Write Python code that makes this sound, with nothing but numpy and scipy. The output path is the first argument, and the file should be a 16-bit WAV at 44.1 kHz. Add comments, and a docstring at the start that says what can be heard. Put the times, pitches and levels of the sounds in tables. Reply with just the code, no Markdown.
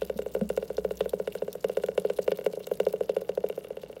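"""Close by, indoors, over a low hum, a large moth beats its wings in a thin plastic tub.
About fourteen times a second a beat thuds on the tub's floor; in between, the wings tick and rustle
over plastic and crumbs of soil, and the legs scrabble faintly. In the first half second the tub takes
two deeper knocks. The hum sinks away after a second, the beats hit hardest between two and three
seconds, and near the end the fluttering weakens."""
import sys
import numpy as np
from scipy import signal
from scipy.fft import irfft
from scipy.io import wavfile
from scipy.ndimage import uniform_filter1d

SR = 44100
rng = np.random.default_rng(int(sys.argv[2]) if len(sys.argv) > 2 else 0)


def unload_audio(sound):
    """Save the sound as a 16-bit wav file, at the path given as the first command line argument."""
    columns = np.transpose(np.atleast_2d(sound))
    # keep every value between -1 and 1, then stretch to whole-number steps
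    steps = np.round(np.clip(columns, -1, 1) * 32767)
    wavfile.write(sys.argv[1], SR, steps.astype(np.int16))


N = 4 * SR
TOP_HZ = 16100
LEAD_S = .0017  # thuds start this far ahead of their cue, scratches half as far


def amp(db):
    return 10 ** (np.asarray(db) / 20)


def unit_rms(x):
    return x / np.sqrt(np.mean(x ** 2) + 1e-20)


def curve_at(points, hz):
    """A curve joined by straight lines over log frequency."""
    f, value = np.transpose(points)
    return np.interp(np.log(hz + 1), np.log(f), value)


def fader(points):
    """A dB curve over time as a gain per sample."""
    return amp(np.interp(np.arange(N) / SR, *np.transpose(points)))


def add(mix, s, sound):
    part = mix[max(round(s * SR), 0):][:len(sound)]
    part += sound[:len(part)]


def minimum_phase(db):
    """The spectrum of the tightest impulse that has these gains."""
    log_gain = np.log(amp(np.r_[db, db[-2:0:-1]]))
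    return np.exp(np.conj(signal.hilbert(log_gain)))[:len(db)]


def eq(x, points, size=2048):
    """Filters x by a dB curve over frequency."""
    db = curve_at(points, np.fft.rfftfreq(size, 1 / SR))
    return signal.oaconvolve(x, irfft(minimum_phase(db)))[:len(x)]


# Tone of the quiet room (frequency [Hz], gain [dB])
AIR_EQ = [(25, -49), (55, 2), (90, -1.5), (170, 7.5), (280, 1), (500, 1.5), (1100, -14), (16000, -40)]
# Fader ride of the hum (time [s], level [dB])
HUM_RIDE = [(0, -51), (.2, -50), (.32, -55), (.46, -45), (.67, -59), (.82, -47.5), (1.08, -50.5),
            (1.25, -59.5), (4, -67)]
def room_tone(air_db=-54, hum_hz=60.7, third_db=-6):
    """A bed of dark, steady air and a low hum with its third harmonic."""
    phase = 2 * np.pi * (hum_hz * np.arange(N) / SR + rng.random())
    hum = np.sin(phase) + amp(third_db) * np.sin(3 * phase)
    air = unit_rms(eq(rng.standard_normal(N), AIR_EQ, size=8192))
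    return amp(air_db) * air + fader(HUM_RIDE) * hum


# Decay of the room (frequency [Hz], T60 [s])
ROOM_DECAY = [(500, 0.58), (3000, 0.05)]
def reverb(x, predelay_s=.008):
    """The room's short diffuse tail, its highs dying first."""
    hz, t, noise = signal.stft(rng.standard_normal(SR // 2), SR, nperseg=256)
    decay = np.exp(-np.log(1000) * t / curve_at(ROOM_DECAY, hz)[:, None])
    tail = signal.istft(noise * decay, SR, nperseg=256)[1]
    out = np.zeros(N)
    add(out, predelay_s, signal.fftconvolve(x, tail / np.linalg.norm(tail)))
    return out


# Low modes of the whole tub (frequency [Hz], gain [dB], T60 [s])
KNOCK_MODES = [(210.5, 4.9, 0.12), (190.6, 2, 0.1), (543, 5.6, 0.041)]
# Cues of the deeper knocks (time [s], level [dB])
KNOCK_CUES = [(.158, -31.5), (.417, -18.5)]
def knocks(attack_s=.011):
    """Soft, heavier bumps ring the low modes of the whole tub."""
    out, t = np.zeros(N), np.arange(SR // 2) / SR
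    ring = sum(amp(db) * np.exp(-np.log(1000) * t / t60) * np.sin(2 * np.pi * hz * t)
               for hz, db, t60 in KNOCK_MODES)
    for s, db in KNOCK_CUES:
        add(out, s, amp(db) * ring * (1 - np.exp(-t / attack_s)))
    return out


# The tub's resonances and the gaps between them (frequency [Hz], width [Hz], gain [dB])
TUB_MODES = [(183, 67.5, 21), (412.1, 22, 4.5), (1300, 120, -3.5), (1452, 230, 15), (2248, 160, 7),
             (2506, 142, -10.5), (2796, 388, 16), (3540, 70, -7), (3610, 250, 10)]
def resonances(hz):
    """Boost or cut in dB that the tub's modes give each frequency."""
    return sum(db / (1 + (2 * (hz - f) / width) ** 2) for f, width, db in TUB_MODES)


def hollow(x, depth=.36):
    """Friction on the plastic takes on part of the tub's ring."""
    hz = np.arange(1, TOP_HZ, 10)
    return eq(x, np.c_[hz, depth * resonances(hz)])


# Body of the tub under a blow (frequency [Hz], gain [dB])
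SHELL_EQ = [(40, -75.5), (125, -34), (260, -28.5), (350, -13), (440, 3), (550, 2), (750, -17.5),
            (1080, -28.5), (1280, -38.5), (2000, -37), (4200, -49.5), (16000, -58)]
# Bands that slow bending waves hold back (frequency [Hz], width [ratio])
BENDS = [(185, .55), (520, 1.2), (2900, .6)]
# Returns from the rim and nearby surfaces (delay [s], gain [ratio])
ECHOES = [(.0097, 0.24), (0.0202, 0.052), (.038, 0.11)]
NEUTRAL_BRIGHT_DB = -22.5  # brightness that leaves the treble shelf flat
def thud(bright_db, place_db, shelf_hz=1470, colour_db=1.9, size=8192):
    """One blow, peak 1: a tick bending down into the tub's low note, coloured by the spot struck."""
    hz = np.fft.rfftfreq(size, 1 / SR)
    treble = 1 - 1 / (1 + (hz / shelf_hz) ** 4)
    spot_colour = curve_at(np.c_[np.geomspace(100, TOP_HZ, 40), rng.standard_normal(40)], hz)
    # The moth's position lifts the lows and a comb of bands from 1500 Hz up.
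    comb = -np.cos(np.pi * hz / 1500) * (hz > 750) + (hz < 260)
    db = curve_at(SHELL_EQ, hz) + resonances(hz) + treble * (bright_db - NEUTRAL_BRIGHT_DB)
    db += place_db * comb + colour_db * spot_colour * (1 + treble) / 2
    lag = np.prod([1 - (hz / f) ** 2 + 1j * width * hz / f for f, width in BENDS], axis=0)
    dispersion = (np.conj(lag) / lag) ** 2
    echoes = sum(gain * np.exp(-2j * np.pi * hz * s * rng.normal(1, .025)) for s, gain in ECHOES)
    echoes *= np.exp(-(hz / 1180) ** 2)  # only the low note returns
    wave = irfft(minimum_phase(db) * dispersion * (1 + echoes))[:size // 2]
    return wave / abs(wave).max()


# Tone of wing friction (frequency [Hz], gain [dB])
WING_EQ = [(300, -30), (1500, -19), (2900, -6), (4300, -5), (6000, -8), (9500, -8.5), (12000, -5),
           (15500, -7)]
# Fader ride of the rustle and the legs (time [s], level [dB])
RUSTLE_RIDE = [(0, -59), (1.2, -57.5), (2.8, -60), (3.5, -63), (4, -66.5)]
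def rustle(trim_db=-.5, hiss_db=-6, rasps_per_s=150, rasp_s=.0023, grains_per_s=12000):
    """Little rasps of wing on plastic, sharp in attack and quick to die, over a faint grainy hiss."""
    onsets = rng.random(N) < rasps_per_s / SR
    accents = amp(4.5 * np.minimum(rng.exponential(1, N), 2))  # up to 9 dB
    rasps = signal.lfilter([1], [1, -np.exp(-1 / (SR * rasp_s))], onsets * accents)
    grains = rng.standard_normal(N) * (rng.random(N) < grains_per_s / SR)
    friction = eq(grains * np.hypot(rasps, amp(hiss_db)), WING_EQ)
    return amp(trim_db) * fader(RUSTLE_RIDE) * unit_rms(friction)


def legs(taps_per_s=16, trim_db=19):
    """Faint, irregular taps of the scrabbling legs, riding the rustle's fader."""
    out = np.zeros(N)
    for when, strength in rng.random((round(taps_per_s * N / SR), 2)):
        add(out, when * N / SR, strength * thud(bright_db=-17, place_db=rng.normal()))
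    return amp(trim_db) * fader(RUSTLE_RIDE) * out


def scratches(cues, trim_db, decay_s, attack_s=.00035, roughness=.27, size=2048):
    """A short burst of uneven friction grains on each cue."""
    out, t = np.zeros(N), np.arange(size) / SR
    envelope = (1 - np.exp(-t / attack_s)) * np.exp(-t / decay_s)
    for s, db in cues:
        noise = rng.standard_normal(size)
        grain_gain = np.exp(roughness * np.repeat(rng.standard_normal(size // 16), 16))
        add(out, s - LEAD_S / 2, amp(db + trim_db) * unit_rms(noise * grain_gain) * envelope)
    return out


# Cues of the sharp ticks (time [s], level [dB])
TICK_CUES = [(2.244, -31), (2.3735, -27), (2.7736, -33), (2.928, -25.5), (3.214, -30.5), (3.488, -26),
             (3.685, -38)]
# Their crisp top end (frequency [Hz], gain [dB])
TICK_EQ = [(2500, -2), (8000, -6), (15000, 6)]
def ticks():
    """A claw or a crumb clicks on the plastic."""
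    return eq(scratches(TICK_CUES, trim_db=-5.5, decay_s=.0016), TICK_EQ)


def flicker(x, depth_db=4.5):
    """The colour shifts from moment to moment in random bright and dull patches."""
    bands = signal.stft(x, nperseg=256)[2]
    patches = uniform_filter1d(rng.standard_normal(bands.shape), size=20, axis=0)  # across frequency
    patches = uniform_filter1d(patches, size=5, axis=1)  # across time
    return signal.istft(bands * amp(depth_db * unit_rms(patches)), nperseg=256)[1][:N]


# Cues of the wing tips (time [s], level [dB])
FLICK_CUES = [(0.0503, -26.5), (0.177, -29), (0.3448, -32), (0.4918, -17.5), (0.5655, -25), (0.7695, -27),
              (1.094, -20), (1.5295, -19.5), (1.6857, -26.5), (1.8624, -23), (2.169, -25.5), (2.307, -26.5),
              (2.644, -36), (2.6695, -24), (2.8524, -29), (3.352, -29)]
def flicks():
    """The wing tips flick the wall of the tub."""
    return eq(scratches(FLICK_CUES, trim_db=-5, decay_s=.0022), WING_EQ)


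# Tone of the wing's snap (frequency [Hz], gain [dB])
SNAP_EQ = [(800, 1), (2900, 1), (6000, -7), (15000, -13)]
def snaps(beats, follow=.52):
    """The wing's own dry snap on contact: harder, brighter beats snap more."""
    cues = [(s, db + follow * (bright_db - NEUTRAL_BRIGHT_DB)) for s, db, bright_db in beats]
    return eq(scratches(cues, trim_db=-25.5, decay_s=.0035), SNAP_EQ)


# Lift of the tub's resonances as the moth turns about on the floor (time [s], gain [dB])
PLACE_RIDE = [(.5, 2), (.9, 3.5), (1.4, 3), (2.3, 0), (3.3, -1)]
# Cues of the wing beats (time [s], level [dB], brightness [dB])
BEAT_CUES = [(0.02, -16, -20), (0.099, -16.5, -17.5), (0.191, -17, -19.5), (0.263, -20, -22),
             (0.351, -14.5, -19.5), (0.366, -19, -34), (0.413, -19, -19), (0.502, -15, -17.5),
             (0.576, -12.5, -19), (0.627, -21, -20), (0.703, -19.5, -25), (0.782, -15, -23),
             (0.849, -13.5, -22.5), (0.91, -18, -20.5), (1.008, -12.5, -16.5), (1.059, -18.5, -23.5),
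             (1.135, -13.5, -31), (1.2, -16.5, -23.5), (1.276, -17.5, -13), (1.353, -20, -13.5),
             (1.422, -15.5, -27), (1.481, -20.5, -22), (1.553, -23, -27), (1.645, -12.5, -15.5),
             (1.697, -16.5, -25), (1.772, -12.5, -14.5), (1.838, -15, -15.5), (1.887, -16, -18.5),
             (1.979, -10, -13.5), (2.05, -12.5, -31), (2.101, -14.5, -15), (2.189, -12, -23),
             (2.28, -10, -17.5), (2.319, -13.5, -14.5), (2.389, -21.5, -18), (2.413, -29.5, -8),
             (2.464, -10.5, -16.5), (2.535, -23.5, -36), (2.573, -21, -49), (2.605, -28, -18),
             (2.672, -25, -11), (2.715, -13, -29), (2.802, -10.5, -16), (2.868, -10, -23.5),
             (2.938, -15.5, -35), (3.009, -13, -26.5), (3.095, -12.5, -22), (3.167, -12.5, -21),
             (3.218, -23.5, -26), (3.293, -15, -19), (3.376, -13, -28.5), (3.441, -13, -34),
             (3.5, -18.5, -17), (3.578, -19.5, -28.5), (3.647, -28, -12), (3.706, -21.5, -25.5),
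             (3.771, -25, -16), (3.835, -26.5, -14.5), (3.899, -28, -26), (3.967, -28.5, -17.5)]
def wing_beats(trim_db=-1.5, brush_db=-42, brush_spread_db=4, brush_after_s=(.022, .031)):
    """Each beat strikes the tub's floor where the moth lies, then brushes it lightly as the wing lifts."""
    out = np.zeros(N)
    for s, db, bright_db in BEAT_CUES:
        place_db = np.interp(s, *np.transpose(PLACE_RIDE))
        add(out, s - LEAD_S, amp(db + trim_db) * thud(bright_db, place_db))
        brush_gain = amp(rng.normal(brush_db, brush_spread_db) - place_db)
        add(out, s + rng.uniform(*brush_after_s), brush_gain * thud(bright_db=-7.5, place_db=place_db))
    return out


def scene(reverb_db=-25.5):
    """The moth up front in mono, with a touch of reverb, over the room tone."""
    thuds = wing_beats()
    friction = hollow(flicker(snaps(BEAT_CUES) + flicks() + rustle()))
    moth = thuds + friction + ticks() + knocks() + legs()
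    return (moth + amp(reverb_db) * reverb(moth) + room_tone())[None]


def record(dry):
    """A steep high cut on the whole mix."""
    high_cut = signal.firwin(511, TOP_HZ, window=("kaiser", 9), fs=SR)
    return signal.oaconvolve(dry, high_cut[None], "same")


dry = scene()
out = record(dry)
unload_audio(out)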